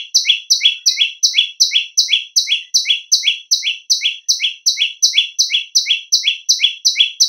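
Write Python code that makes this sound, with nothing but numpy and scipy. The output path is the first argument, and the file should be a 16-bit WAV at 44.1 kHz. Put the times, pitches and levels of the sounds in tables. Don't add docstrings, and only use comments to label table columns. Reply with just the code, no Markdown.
import sys
import numpy as np
from scipy import signal
from scipy.fft import rfft, irfft
from scipy.io import wavfile
from scipy.ndimage import uniform_filter1d, minimum_filter1d

SR = 44100
rng = np.random.default_rng(int(sys.argv[2]) if len(sys.argv) > 2 else 0)


def store_pcm(level_fs):
    pcm = np.round(np.clip(level_fs, -1, 1) * 32767).astype(np.int16)
    wavfile.write(sys.argv[1], SR, np.atleast_2d(pcm).T)


N = 321048
LEAD_S = 0.3
OPPOSITE = np.array([[1], [-1]])


def undb(db):
    return 10 ** (np.asarray(db) / 20)


def lookup(x, table):
    first, *columns = np.transpose(table)
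    return [np.interp(x, first, column) for column in columns]


def noise(size, spectrum):
    hz = np.arange(size // 2 + 1) * SR / size
    gain = undb(lookup(hz, spectrum)[0])
    shaped = irfft(rfft(rng.standard_normal(size)) * gain, size)
    return shaped / shaped.std()


def add(track, start_s, sound):
    first = max(int((start_s + LEAD_S) * SR), 0)
    part = sound[:, :max(track.shape[1] - first, 0)]
    track[:, first:first + part.shape[1]] += part


def room_air():
    # frequency in Hz, relative spectral density in dB per Hz.
    air_spectrum = [(30, -14.5), (100, -8), (280, 4.5), (600, -6.5), (1500, -11.5), (5000, -10),
                    (16000, -16.5)]
    mid = undb(-86) * noise(N, air_spectrum)
    side = undb(-108) * noise(N, air_spectrum)
    return mid + side * OPPOSITE


def reflections(size=256, count=220):
    # frequency in Hz, time to decay by 60 dB in s, relative level in dB.
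    ring_bands = [(2000, 0.29, 1), (3060, 0.3, 3), (3230, 0.33, 1.5), (3316, 0.35, 0), (3534, 0.28, -3),
                  (4140, 0.42, -0.5), (4640, 0.31, 0.5), (4660, 0.31, -3), (5740, 0.48, -4.5),
                  (7400, 0.37, -2), (14100, 0.28, -4)]
    hop = size // 2
    t60, db = lookup(np.arange(hop + 1) * SR / size, ring_bands)
    t = np.arange(count) * hop / SR
    fade = undb(db[:, None] - 60 * t / t60[:, None])
    white = rng.standard_normal((2, (count - 1) * hop))
    bins = signal.stft(white, nperseg=size)[2]
    return signal.istft(bins * fade, nperseg=size)[1] / np.sqrt(SR)


def kitchen(note, walls, wet_db, moved=0.7, side_db=-18, build_s=0.0016):
    pattern = np.sqrt(1 - moved) * walls + np.sqrt(moved) * reflections()
    mid, side = undb(wet_db) * pattern
    build = 1 - np.exp(-np.arange(len(mid)) / SR / build_s)
    response = (mid + undb(side_db) * side * OPPOSITE) * build
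    return signal.fftconvolve(note[None], response, axes=1)


def far_calls(walls, waver=0.021):
    # start in s, length in s, mean pitch in Hz, level before reverberation in dB.
    call_rows = [(0.717, 0.12, 1490, -72.5), (0.755, .09, 1950, -72.5), (0.864, 0.027, 2480, -45.5),
                 (0.886, 0.051, 2064, -51), (2.591, 0.052, 1983, -57), (4.175, 0.092, 1850, -78),
                 (4.416, 0.08, 1608, -69)]
    track = np.zeros((2, N + int(LEAD_S * SR)))
    for start, length, hz, db in call_rows:
        t = np.arange(int(length * SR)) / SR
        pitch = hz * (1 + waver * noise(len(t), [(0, -5), (80, -6), (400, -58)]))
        tone = np.sin(2 * np.pi * np.cumsum(pitch) / SR)
        note = undb(db) * np.sin(np.pi * t / length) * tone
        add(track, start, kitchen(note, walls, wet_db=29.5))
    return track[:, -N:]


def clock(total_ms, length):
    count = int(total_ms * length * SR / 1000)
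    return np.arange(count) * 1000 / SR / length


def envelope(ms, attack_ms, hold_ms, release_ms, power):
    swell = (ms / attack_ms).clip(0, 1) ** power
    release = ((attack_ms + hold_ms + release_ms - ms) / release_ms).clip(0, 1)
    return swell * release


def bill_turn(time_s):
    # time in s, turn of the bill from -1 (left) to 1 (right).
    turn_points = [(0, -.8), (1.7, -0.79), (2.4, 1), (3.4, -0.097), (4.8, 0.41), (5.3, -0.28), (6.2, -0.77),
                   (7.2, -0.57)]
    return lookup(time_s, turn_points)[0]


def syrinx(hz, force, turn, harmonics, overtone_db, overtone_fall_db, rough_db, rush_db, rasp_db, ragged,
           order, waver=0.005, tremble_hz=600):
    # frequency in Hz, relative level in dB.
    bill_colour = [(2000, -2.5), (2500, -4), (3100, -18), (4500, -2.5), (6700, -2), (7300, -11), (8000, -3),
                   (9200, 4), (10000, -2.5), (10800, -14.5), (12000, 2), (13000, -12.5), (14300, 3.5),
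                   (15300, 3)]
    n = len(hz)
    f0 = hz / order * (1 + waver * noise(n, [(0, 4.5), (300, -3), (1200, -58)]))
    phase = 2 * np.pi * np.cumsum(f0) / SR

    tremble_spectrum = [(0, 0), (tremble_hz, -6), (2 * tremble_hz, -30), (5000, -70)]
    tremble = 1 + undb(rough_db) * noise(n, tremble_spectrum)
    low, high = hz.min(), hz.max()
    rush_spectrum = [(0, -70), (0.95 * low, -45), (low, 0), (high, 0), (1.2 * high, -45), (SR / 2, -70)]
    tone = np.sin(order * phase) * tremble + undb(rush_db) * noise(n, rush_spectrum)

    highest_db = 1 - 1.5 * turn
    bill = [(f, level + highest_db * (f > 11000)) for f, level in bill_colour]
    leak_db = overtone_db + 2.5 * turn - overtone_fall_db * np.arange(n) / n

    hiss_spectrum = [(0, -40), (7500, -30)] + [point for point in bill if point[0] > 7700]
    overtones = undb(rasp_db) * noise(n, hiss_spectrum)
    for k, (_, level_db) in enumerate(harmonics, 1):
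        if k != order:
            wander = ragged * k * noise(n, [(0, -2), (250, -8.5), (900, -58)])
            gain = undb(level_db + lookup(k * f0, bill)[0])
            audible = k * f0 < SR / 2
            overtones = overtones + gain * audible * np.sin(k * phase + wander)
    return force * tone, force * undb(leak_db) * overtones


def flutter(note, db, side_db=-24):
    spectrum = [(0, -8), (200, -6), (800, -4.5), (2000, -3), (4000, -11.5), (8000, -39)]
    power = uniform_filter1d(note ** 2, size=128)
    mid, side = noise(len(note), spectrum), noise(len(note), spectrum)
    return undb(db) * power * (mid + undb(side_db) * side * OPPOSITE)


def sing(voice, walls, wet_db, side_db, beam_db, flutter_db):
    tone, overtones = voice
    heard = kitchen(tone + overtones, walls, wet_db, side_db=side_db)
    direct = tone + undb(beam_db) * overtones + flutter(tone, flutter_db)
    heard[:, :len(tone)] += direct
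    return heard


def whistle(length, accent_db):
    attack_ms, hold_ms, release_ms = 49.2, 31.7, 20.9
    start_hz, rest_hz, creep_ms = 1956, 2540, 45
    top_hz, crest_ms, leap_ms, sink_ms = 3404, 57.5, 10.3, 17.5
    throat_hz, throat_width_hz, throat_db = 3420, 125, 8
    ms = clock(attack_ms + hold_ms + release_ms, length)

    base = rest_hz + (start_hz - rest_hz) * np.exp(-ms / creep_ms)
    past = ms - crest_ms
    leap = np.exp(-0.5 * (past / leap_ms) ** 2)
    sink = 1 / (1 + (past / sink_ms) ** 2)
    hz = base + (top_hz - base) * np.where(past < 0, leap, sink)

    in_tune = np.exp(-0.5 * ((hz - throat_hz) / throat_width_hz) ** 2)
    db = -12.5 + 0.44 * accent_db + (throat_db + accent_db) * in_tune
    return hz, envelope(ms, attack_ms, hold_ms, release_ms, power=1.223) * undb(db)


def chip(length, top_hz, db):
    attack_ms, hold_ms, release_ms = 19.14, 19.8, 9.8
    scoop_hz, scoop_ms = 680, 2
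    low_hz, fall_at_ms, fall_ms = 3886, 21.12, 3.7
    ms = clock(attack_ms + hold_ms + release_ms, length)

    high = 1 / (1 + np.exp((ms - fall_at_ms) / fall_ms))
    scoop = scoop_hz * np.exp(-ms / scoop_ms)
    hz = low_hz + (top_hz - low_hz) * high - scoop

    sag_db = 0.44 * (ms - attack_ms).clip(0)
    return hz, envelope(ms, attack_ms, hold_ms, release_ms, power=0.9) * undb(-3 + db - sag_db)


def song(walls):
    # start in s, length factor, top pitch in Hz, relative level in dB, relative flutter level in dB.
    chip_rows = [(-0.215, 1.9, 6210, -6.5, -3), (0.143, 0.98, 6155, 0.5, -11),
                 (0.5006, 1.02, 6110, 0.4, -1), (0.8578, 1.03, 6104, -0.1, 8.5),
                 (1.2284, 0.99, 6150.0, 0.3, 4.5), (1.5994, 1.02, 6116, 0.9, 0),
                 (1.973, 0.96, 6150, 0.6, 3.5), (2.3591, 0.98, 6243, -0.55, 3.5),
                 (2.7398, 1.03, 6200.0, -0.6, 2), (3.1163, 1.03, 6236, 0.6, 5),
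                 (3.5102, 0.96, 6175, -0.5, 1.5), (3.8974, 1, 6166, -0.9, 4),
                 (4.2845, 0.99, 6165, -1.2, 0.5), (4.6593, 1.03, 6156, -1.3, -3.5),
                 (5.0233, 1.1, 6170, 0.2, 4.5), (5.3857, 0.99, 6190, -0.8, 3),
                 (5.7494, 1.01, 6125, -0.1, -3), (6.121, 1, 6133, -0.36, -2.5),
                 (6.4869, 0.96, 6135, 0, -19), (6.8476, 1.01, 6117, -0.36, -3),
                 (7.1996, 1.07, 6153, 0.4, 3)]
    # start in s, length factor, accent in dB.
    whistle_rows = [(-0.115, 0.91, 0.5), (0.2435, 1, 2), (0.6016, 1, 3), (0.9598, 1.002, 1),
                    (1.3318, 0.99, 2), (1.7057, 1.0, 0.5), (2.0774, 1.02, 0.0), (2.4637, 1.056, -1.5),
                    (2.8454, 1.08, -0.5), (3.2239, 1.003, -0.2), (3.6211, 0.97, -4), (4.0053, 0.96, -1.5),
                    (4.3911, 0.97, -2.5), (4.7638, 1.012, -1), (5.1261, 1.014, 1), (5.491, 1.02, -1.0),
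                    (5.8529, 1.04, 0), (6.2263, 0.95, -0.5), (6.5869, 1.02, 0.5), (6.9505, 1.008, 3)]
    # multiple of the fundamental, relative level in dB.
    chip_harmonics = [(1, -33), (2, 0), (3, -26.5), (4, -19.5), (5, -25.5), (6, -21), (7, -34), (8, -40)]
    whistle_harmonics = [(1, 0), (2, -25.5), (3, -28), (4, -34), (5, -38.5), (6, -53.5)]

    track = np.zeros((2, N + int(LEAD_S * SR)))
    for start, length, top_hz, db, flutter_db in chip_rows:
        hz, force = chip(length, top_hz, db)
        voice = syrinx(hz, force, bill_turn(start), chip_harmonics, overtone_db=-0.1, overtone_fall_db=16,
                       rough_db=-26, rush_db=-22.5, rasp_db=-35, ragged=0.25, order=2)
        note = sing(voice, walls, wet_db=13.5, side_db=-23, beam_db=-4, flutter_db=flutter_db - 44)
        add(track, start, note)
    for start, length, accent_db in whistle_rows:
        hz, force = whistle(length, accent_db)
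        voice = syrinx(hz, force, bill_turn(start), whistle_harmonics, overtone_db=1.4, overtone_fall_db=12.5,
                       rough_db=-27.5, rush_db=-32.5, rasp_db=-51.5, ragged=0.43, order=1)
        note = sing(voice, walls, wet_db=11.5, side_db=-25, beam_db=-5, flutter_db=2 * accent_db - 55.5)
        add(track, start, note)
    return track[:, -N:]


def scene():
    walls = reflections()
    return room_air() + far_calls(walls) + song(walls)


def suppress(x, depth_db=-13, size=512):
    # frequency in Hz, level in dB under which a band is turned down.
    thresholds = [(0, -130), (900, -125), (1400, -99), (2000, -69.5), (2900, -57), (3400, -54), (4000, -62),
                  (5000, -59), (5900, -82), (7300, -72.5), (9000, -82.5), (15000, -80)]
    hz, _, bins = signal.stft(x, SR, nperseg=size)
    mid_power = np.abs(bins.mean(axis=0)) ** 2
    power = uniform_filter1d(mid_power, size=3, axis=1).clip(0)
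    threshold = undb(lookup(hz, thresholds)[0])[:, None]
    opening = power / (power + threshold ** 2)
    gain = opening + (1 - opening) * undb(depth_db)
    return signal.istft(bins * gain, nperseg=size)[1][:, :N]


def record(dry, ceiling=1.0, size=65):
    x = suppress(dry)
    gain = np.minimum(1, ceiling / (np.abs(x).max(axis=0) + 1e-9))
    gain = minimum_filter1d(gain, 2 * size)
    gain = uniform_filter1d(uniform_filter1d(gain, size), size)
    low_pass = signal.ellip(10, 0.2, 70, 15700, fs=SR, output="sos")
    return signal.sosfilt(low_pass, x * gain)


dry = scene()
out = record(dry)
store_pcm(out)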